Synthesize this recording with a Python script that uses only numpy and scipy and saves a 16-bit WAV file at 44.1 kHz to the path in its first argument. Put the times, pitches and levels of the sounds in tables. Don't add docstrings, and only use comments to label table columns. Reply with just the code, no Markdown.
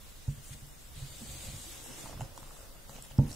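import sys
import numpy as np
from scipy import signal
from scipy.fft import rfft, irfft, next_fast_len
from scipy.io import wavfile
from scipy.ndimage import uniform_filter1d

SR = 44100
rng = np.random.default_rng(int(sys.argv[2]) if len(sys.argv) > 2 else 0)


def invert_db(x):
    u = np.asarray(x, float) / 20
    return 10 ** u


def generate_wav(signal):
    frames = np.transpose(np.atleast_2d(signal))
    scaled = np.clip(frames, -1, 1) * 32767
    pcm = np.round(scaled).astype(np.int16)
    wavfile.write(sys.argv[1], SR, pcm)


N = 147735

# frequency in Hz, density in dB per Hz.
HISS_SPECTRUM = [(12, -43), (20, 0), (60, -12.5), (146, -19.5), (357, -27), (600, -29), (2500, -35),
                 (6910, -35.5), (16000, -34)]
# time in seconds, scuff level in dB, table rumble relative to it in dB,
# the sheet's lowest mode relative to its other modes in dB.
SHIFT = [(0, -62.5, -5, -3), (.5, -87, 6.5, 17.5), (.8, -80, 3, 10), (1.0, -56.5, 5, -6),
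         (1.2, -58, 2.5, 0.5), (1.5, -53.5, 6, -3.5), (1.7, -57.5, -6.5, 2.5), (1.85, -55.5, -1.5, 6),
         (1.98, -53, -9, 5), (2.07, -50, 1, 3.5), (2.15, -52, 4, 2), (2.3, -56, -0.5, -2),
         (2.55, -53.5, -13, -7), (2.85, -62, -13, -3), (2.97, -53, -3.5, -12), (3.1, -64, -2, -10),
         (3.25, -52, 10.5, 13.5), (3.35, -51, -1.5, -2)]
# frequency in Hz, width in Hz, level in dB.
LEATHER_MODES = [(289, 83, -0.5), (541, 88, 1), (743, 118, -2), (1070, 370, -6), (1390, 690, -11)]
# frequency in Hz, level in dB, T60 in seconds.
TABLE_HELD = [(55.6, -12, 0.17), (92, -5, 0.1), (132.6, -0.5, 0.09), (190, -13.5, 0.11)]
# time in seconds, level in dB, lower resonances relative to it in dB,
# edge scrape relative to it in dB.
DRAG = [(.93, -59.5, 2.5, -3), (.97, -52.5, 5, -8), (1.15, -52, 1, -7), (1.26, -51.5, 3.5, -3),
        (1.3, -47.5, 1, -12), (1.45, -47, 2, -6), (1.6, -48.5, 1, -8), (1.74, -47.5, -0.5, -5),
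        (1.82, -48.5, -1.5, -6.5), (1.9, -51, -1, -0.5), (1.97, -48, -1.5, -1.5), (2.04, -47, -0.5, -3.5),
        (2.135, -53.5, 0.5, -1), (2.16, -57, 3, 0), (2.3, -63, 3, 1.5)]
# start in seconds, length in seconds, level in dB,
# lower resonances relative to it in dB.
BRUSHES = [(0, 0.025, -64, -7), (.27, 0.077, -65, -10), (0.428, 0.082, -59.5, -3), (0.515, 0.036, -57.5, 7),
           (2.196, 0.09, -70, -9), (2.347, 0.31, -64.5, -5), (2.883, 0.073, -62, -14),
           (2.942, 0.06, -59, 5), (3.008, 0.075, -64, 2), (3.092, 0.037, -66, 5), (3.27, 0.11, -55, -0.5)]
# frequency in Hz, width in Hz, level in dB.
HOLE_MODES = [(2500, 1400, -8.5), (3700, 1380, -3), (4735, 800, -6), (6640, 1600, -4), (8000, 2770, 0.5),
              (9800, 960, -5.5), (11260, 2200, -7), (14000, 4000, -10.5)]
# frequency in Hz, width in Hz, level in dB.
EDGE_MODES = [(1790, 2700, -7), (2900, 1100, -3), (5380, 1200, -1.5), (6200, 620, -2.5)]
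# start in seconds, peak in dB, contact in seconds, share of the upper modes in dB.
THUMPS = [(0.163, -66, 0.01, -6), (0.276, -14, 0.012, -7.5), (0.371, -30.5, 0.014, -0.5),
          (0.504, -25, 0.016, -4.5), (0.545, -29, 0.026, 11), (0.618, -38.5, 0.0084, -3.5),
          (0.659, -48, 0.0077, -14), (0.867, -38, 0.021, -16), (0.965, -23.5, 0.019, -7.5),
          (1.016, -25, 0.012, -11), (1.215, -48.5, 0.006, 8.5), (1.288, -37.5, 0.012, 5),
          (1.331, -45, 0.012, 10), (1.439, -40, 0.0097, 4.5), (1.531, -37, 0.0071, -1.5),
          (2.037, -47.5, 0.0093, 10), (2.192, -34, 0.0085, 1.5), (2.204, -29, 0.0078, -9),
          (2.419, -33.5, 0.017, 4), (2.76, -53, 0.0069, -15), (2.892, -40, 0.011, 4),
          (2.954, -42, 0.012, 9.5), (3.108, -36.5, 0.014, 3), (3.183, -7.5, 0.0086, 1)]
# frequency in Hz, level in dB, T60 in seconds.
TABLE_LOW = [(143, 0, .16)]
# frequency in Hz, level in dB, T60 in seconds.
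TABLE_LEGS = [(48, -28, .35), (94, -26, .3), (123, 3.5, .035)]
# frequency in Hz, level in dB, T60 in seconds.
TABLE_MID = [(206.3, -10, 0.2), (228.3, -8.5, 0.29), (259.6, -7.5, 0.22), (320, -13, 0.19)]
# frequency in Hz, level in dB, T60 in seconds.
TABLE_HIGH = [(458, -39, 0.18), (550, -41.5, 0.25), (859, -31, 0.091), (1195, -36.5, 0.047)]
# frequency in Hz, level in dB, T60 in seconds.
TABLE_RIM = [(513, -37, 0.13), (601, -37.5, 0.18), (937, -38, 0.21), (1400, -32, .04)]
# start in seconds, peak in dB, ring in Hz, width in Hz.
KNOCKS = [(.49, -57, 596, 150), (1.861, -45.5, 710, 500), (1.986, -52, 890, 900), (2.037, -48, 600, 400),
          (2.057, -42.5, 770, 700), (2.066, -45, 690, 500), (2.074, -49, 880, 800), (2.095, -41, 670, 500),
          (2.128, -43.5, 790, 700), (2.134, -49.5, 890, 800), (2.141, -47, 700, 700),
          (2.175, -50, 1100, 500), (2.196, -46, 600, 500), (2.2078, -35, 765, 450), (2.208, -53, 1400, 500),
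          (2.217, -43, 780, 700), (2.33, -56, 586, 400), (2.3765, -40.5, 940, 845),
          (2.428, -46.5, 1090, 890), (2.508, -47, 1000, 810), (2.566, -54, 886, 700),
          (2.645, -54, 795, 600), (2.8945, -43, 895, 1400), (2.085, -51, 890, 600), (2.108, -51, 595, 500),
          (2.963, -49, 600, 500), (2.985, -49, 657, 500), (3.06, -54.5, 695, 500), (3.11, -50, 700, 600)]
# start in seconds, peak in dB, ring in Hz, width in Hz.
BUMPS = [(.895, -52, 68.6, 16), (1.21, -46, 225, 35), (1.215, -58, 292, 50), (1.285, -49, 59.6, 27),
         (1.33, -50, 87.5, 20), (1.352, -55, 290, 45), (1.44, -48.5, 108.6, 28), (1.475, -56, 190, 39),
         (1.535, -50, 92, 16), (1.59, -54, 242, 58), (1.665, -56, 350, 35), (1.885, -47.5, 250, 42),
         (2.21, -40.5, 108, 26), (3.187, -40, 660, 400), (2.385, -52.5, 302, 99)]
# start in seconds, peak in dB, ring in Hz, width in Hz, pan in dB.
TICKS = [(2.2066, -34.5, 7100, 3500, -1), (2.2072, -43.5, 2700, 700, -2), (2.2160, -39, 7460, 4000, 0),
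         (2.2165, -46, 2600, 900, 8), (2.3620, -42, 7000, 5000, -1), (2.3768, -33.5, 7000, 6000, 0),
         (2.3770, -47, 3200, 1500, -7), (2.4294, -49, 3500, 3000, 2), (2.8942, -46, 4360, 1500, 3),
         (2.8944, -44, 7500, 4000, -3), (2.9635, -49.5, 2730, 1200, -2), (2.9640, -42, 7000, 4000, 0),
         (2.978, -55, 2900, 1210, 0), (3.0238, -34.5, 7750, 3000, 4), (3.0245, -45, 12300, 3000, 4),
         (3.118, -50, 2680, 800, 2), (3.1815, -43.5, 4930, 1210, -1), (3.1815, -45.5, 8000, 2000, -4),
         (3.2945, -47.5, 4230, 1790, 0), (3.3066, -42, 7400, 7000, 1), (3.3156, -34, 4800, 3600, -5),
         (3.3283, -39.5, 7740, 1800, 7), (3.3284, -41, 5650, 1480, -4), (3.3416, -39, 5700, 2500, -2)]

HISS_DB, ALIKE_BELOW_HZ = -50.5, 48
SCUFFS_PER_S, SCUFF_SPREAD_DB, SCUFF_FLICKER_DB = 2000, 2.5, 1.2
SHAKES_PER_S, SHAKE_SPREAD_DB = 150, 1.5
SLIPS_PER_S, SLIP_SPREAD_DB, SLIP_APART = 6000, 2.2, .62
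DRAG_FLICKER_DB, HOLE_SWAY_DB = .8, .9
BRUSH_EDGE_S, BRUSH_FLICKER_DB, BRUSH_SCRAPE_DB = .03, 2.5, -8.5
THREAD_PAN_DB, LOWER_PAN_DB, TABLE_PAN_DB = 2.5, -1.5, -1.9
THUMP_LAG_S, THUMP_GAIN_DB, SKIN_SHARE = .0025, 9.5, 0.14
TICK_T60_S, KNOCK_T60_S, BUMP_T60_S = 0.007, 0.022, 0.059
RATTLE, RATTLE_ALIKE, TAP_GAIN_DB, TAP_LAG_S = 1.1, .7, 4, .0004
ROOM_T60_S, ROOM_DB = .2, -11
MIC_LOW_HZ, TOP_HZ, OFFSET = 38, 15740, -.0005
GATE_SPREAD_DB, GATE_FROM_HZ = 7.5, 2200


def unit(x):
    return x / np.sqrt(np.mean(x ** 2))


def band(x, hz, width_hz):
    hz = min(hz, .45 * SR)
    return signal.lfilter(*signal.iirpeak(hz, hz / width_hz, fs=SR), x)


def body(x, peaks):
    return sum((-1) ** k * invert_db(db) * band(x, hz, width) for k, (hz, width, db) in enumerate(peaks))


def steep(x, peaks):
    size = next_fast_len(x.shape[-1])
    f = np.fft.rfftfreq(size, 1 / SR)
    power = sum(invert_db(db) ** 2 / (1 + (2 * (f - hz) / width) ** 2) ** 2 for hz, width, db in peaks)
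    return irfft(rfft(x, size) * np.sqrt(power), size)[..., :x.shape[-1]]


def ring(force, modes):
    out = 0
    for hz, db, t60 in modes:
        pole = np.exp(2j * np.pi * hz / SR - np.log(1000) / (t60 * SR))
        out = out + invert_db(db) * signal.lfilter([1], [1, -pole], force).imag
    return out


def walk(rate):
    k = int(SR / rate)
    return unit(uniform_filter1d(uniform_filter1d(rng.standard_normal(N), k), k))


def curve(rows, axis):
    rows = np.array(rows)
    return np.interp(np.arange(N) / SR, rows[:, 0], rows[:, axis])


def grains(per_s, spread_db):
    chance, sign, size = rng.random((3, N))
    return (chance < per_s / SR) * np.sign(sign - .5) * invert_db(-spread_db * np.log(1.003 - size))


def two_ports(per_s, spread_db, apart):
    a, b = (grains(per_s, spread_db) for _ in range(2))
    return np.array([a + apart * b, a - apart * b])


def pan(x, db):
    return x * invert_db(np.array([[db / 2], [-db / 2]]))


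def hiss():
    hz = np.maximum(np.fft.rfftfreq(N, 1 / SR), 1)
    spectrum = np.array(HISS_SPECTRUM)
    gain = invert_db(np.interp(np.log(hz), np.log(spectrum[:, 0]), spectrum[:, 1]))
    alike = 1 / (1 + (hz / ALIKE_BELOW_HZ) ** 2)
    mid, side = rfft(rng.standard_normal((2, N))) * gain * np.sqrt([1 + alike, 1 - alike])
    return invert_db(HISS_DB) * unit(irfft(np.array([mid + side, mid - side]), N))


def leather():
    level_db = curve(SHIFT, axis=1) + SCUFF_FLICKER_DB * walk(24)
    rub = two_ports(SCUFFS_PER_S, SCUFF_SPREAD_DB, .5)
    scuff = invert_db(curve(SHIFT, axis=3)) * body(rub, LEATHER_MODES[:1]) - body(rub, LEATHER_MODES[1:])
    push = uniform_filter1d(grains(SHAKES_PER_S, SHAKE_SPREAD_DB), size=120)
    shake = unit(ring(push, TABLE_HELD))
    return invert_db(level_db) * unit(scuff), invert_db(level_db + curve(SHIFT, axis=2)) * shake


def hole(peaks, pan_db):
    out = 0
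    for peak in peaks:
        slips = two_ports(SLIPS_PER_S, SLIP_SPREAD_DB, SLIP_APART)
        out = out + steep(slips, [peak]) * invert_db(HOLE_SWAY_DB * walk(5.6))
    return pan(out, pan_db) * invert_db(DRAG_FLICKER_DB * walk(23))


def thread():
    t = np.arange(N) / SR
    upper = invert_db(curve(DRAG, axis=1))
    lower = upper * invert_db(curve(DRAG, axis=2))
    edge = upper * invert_db(curve(DRAG, axis=3))
    fumble_db = BRUSH_FLICKER_DB * walk(85)
    for s, length, db, lower_db in BRUSHES:
        fade = np.clip(np.minimum(t - s, s + length - t) / BRUSH_EDGE_S + .5, 0, 1)
        brush = invert_db(db + fumble_db) * fade ** 2
        upper = upper + brush
        lower = lower + brush * invert_db(lower_db)
        edge = edge + brush * invert_db(BRUSH_SCRAPE_DB)
    high = hole(HOLE_MODES[3:], THREAD_PAN_DB)
    low = hole(HOLE_MODES[:3], LOWER_PAN_DB)
    scrape = hole(EDGE_MODES, LOWER_PAN_DB)
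    return (upper * high + lower * low + edge * scrape) / np.std(high)


def table():
    low, mid, high = np.zeros((3, N + SR))
    t = np.arange(2048) / SR
    for s, db, contact_s, high_db in THUMPS:
        push, touch = (t * np.exp(-4 * t / max(c, .0005)) for c in (contact_s, SKIN_SHARE * contact_s))
        push, touch = push / push.sum(), touch / touch.sum()
        i = int((s + THUMP_LAG_S) * SR)
        size = -invert_db(db + THUMP_GAIN_DB)
        low[i:i + len(t)] += size * push
        mid[i:i + len(t)] += size * invert_db(high_db) * push
        high[i:i + len(t)] += size * invert_db(high_db) * touch
    out = ring(low, TABLE_LOW) - ring(low, TABLE_LEGS) + ring(mid, TABLE_MID)
    out = out + ring(high, TABLE_HIGH) - ring(high, TABLE_RIM)
    return signal.lfilter(*signal.butter(2, MIC_LOW_HZ, "high", fs=SR), out)[:N]


def tap(db, hz, width_hz, t60):
    t = np.arange(8192) / SR
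    a, b = rng.standard_normal((2, len(t)))
    alike, unlike = np.sqrt((1 + RATTLE_ALIKE) / 2), np.sqrt((1 - RATTLE_ALIKE) / 2)
    noise = alike * a + unlike * b * np.array([[1], [-1]])
    rattle = RATTLE * np.sqrt(2 * np.log(1000) / (t60 * SR)) * invert_db(-60 * t / t60) * noise
    out = band(band((t == 0) + rattle, hz, width_hz), hz, width_hz)
    return invert_db(db + TAP_GAIN_DB) * out / np.abs(out).max()


def taps(rows, t60):
    out = np.zeros((2, N + SR))
    for s, db, hz, width_hz, *pan_db in rows:
        one = pan(tap(db, hz, width_hz, t60), pan_db[0] if pan_db else TABLE_PAN_DB)
        i = int((s + TAP_LAG_S) * SR)
        out[:, i:i + one.shape[1]] += one
    return out[:, :N]


def room(x):
    t = np.arange(int(.4 * SR)) / SR
    tail = rng.standard_normal((2, len(t))) * invert_db(-60 * t / ROOM_T60_S) * (t > .002)
    tail /= np.sqrt(np.sum(tail ** 2, axis=1, keepdims=True))
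    return x + invert_db(ROOM_DB) * signal.fftconvolve(x, tail, axes=1)[:, :N]


def scene():
    scuff, shake = leather()
    air = pan(scuff, TABLE_PAN_DB) + thread() + taps(KNOCKS, KNOCK_T60_S) + taps(TICKS, TICK_T60_S)
    wood = pan(table() + shake, TABLE_PAN_DB) + taps(BUMPS, BUMP_T60_S)
    return room(air) + wood + hiss()


def roll_off(x):
    return signal.sosfilt(signal.butter(12, 16790, fs=SR, output="sos"), x)


def record(dry):
    hz, t, z = signal.stft(dry, SR, nperseg=2048)
    power = np.abs(z) ** 2
    patch = unit(uniform_filter1d(rng.standard_normal((len(hz) // 7 + 1, len(t))), 2))
    patch = np.repeat(patch, 7, axis=0)[:len(hz)]
    usual = np.exp(uniform_filter1d(np.log(power + 1e-30), size=141, axis=1))
    bar = usual * invert_db(GATE_SPREAD_DB * patch) ** 2
    keep = ((power > bar) | (hz < GATE_FROM_HZ)[:, None]) & (hz < TOP_HZ)[:, None]
    mix = signal.istft(z * keep, SR, nperseg=2048)[1][:, :N]
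    return roll_off(mix + OFFSET)


dry = scene()
out = record(dry)
generate_wav(out)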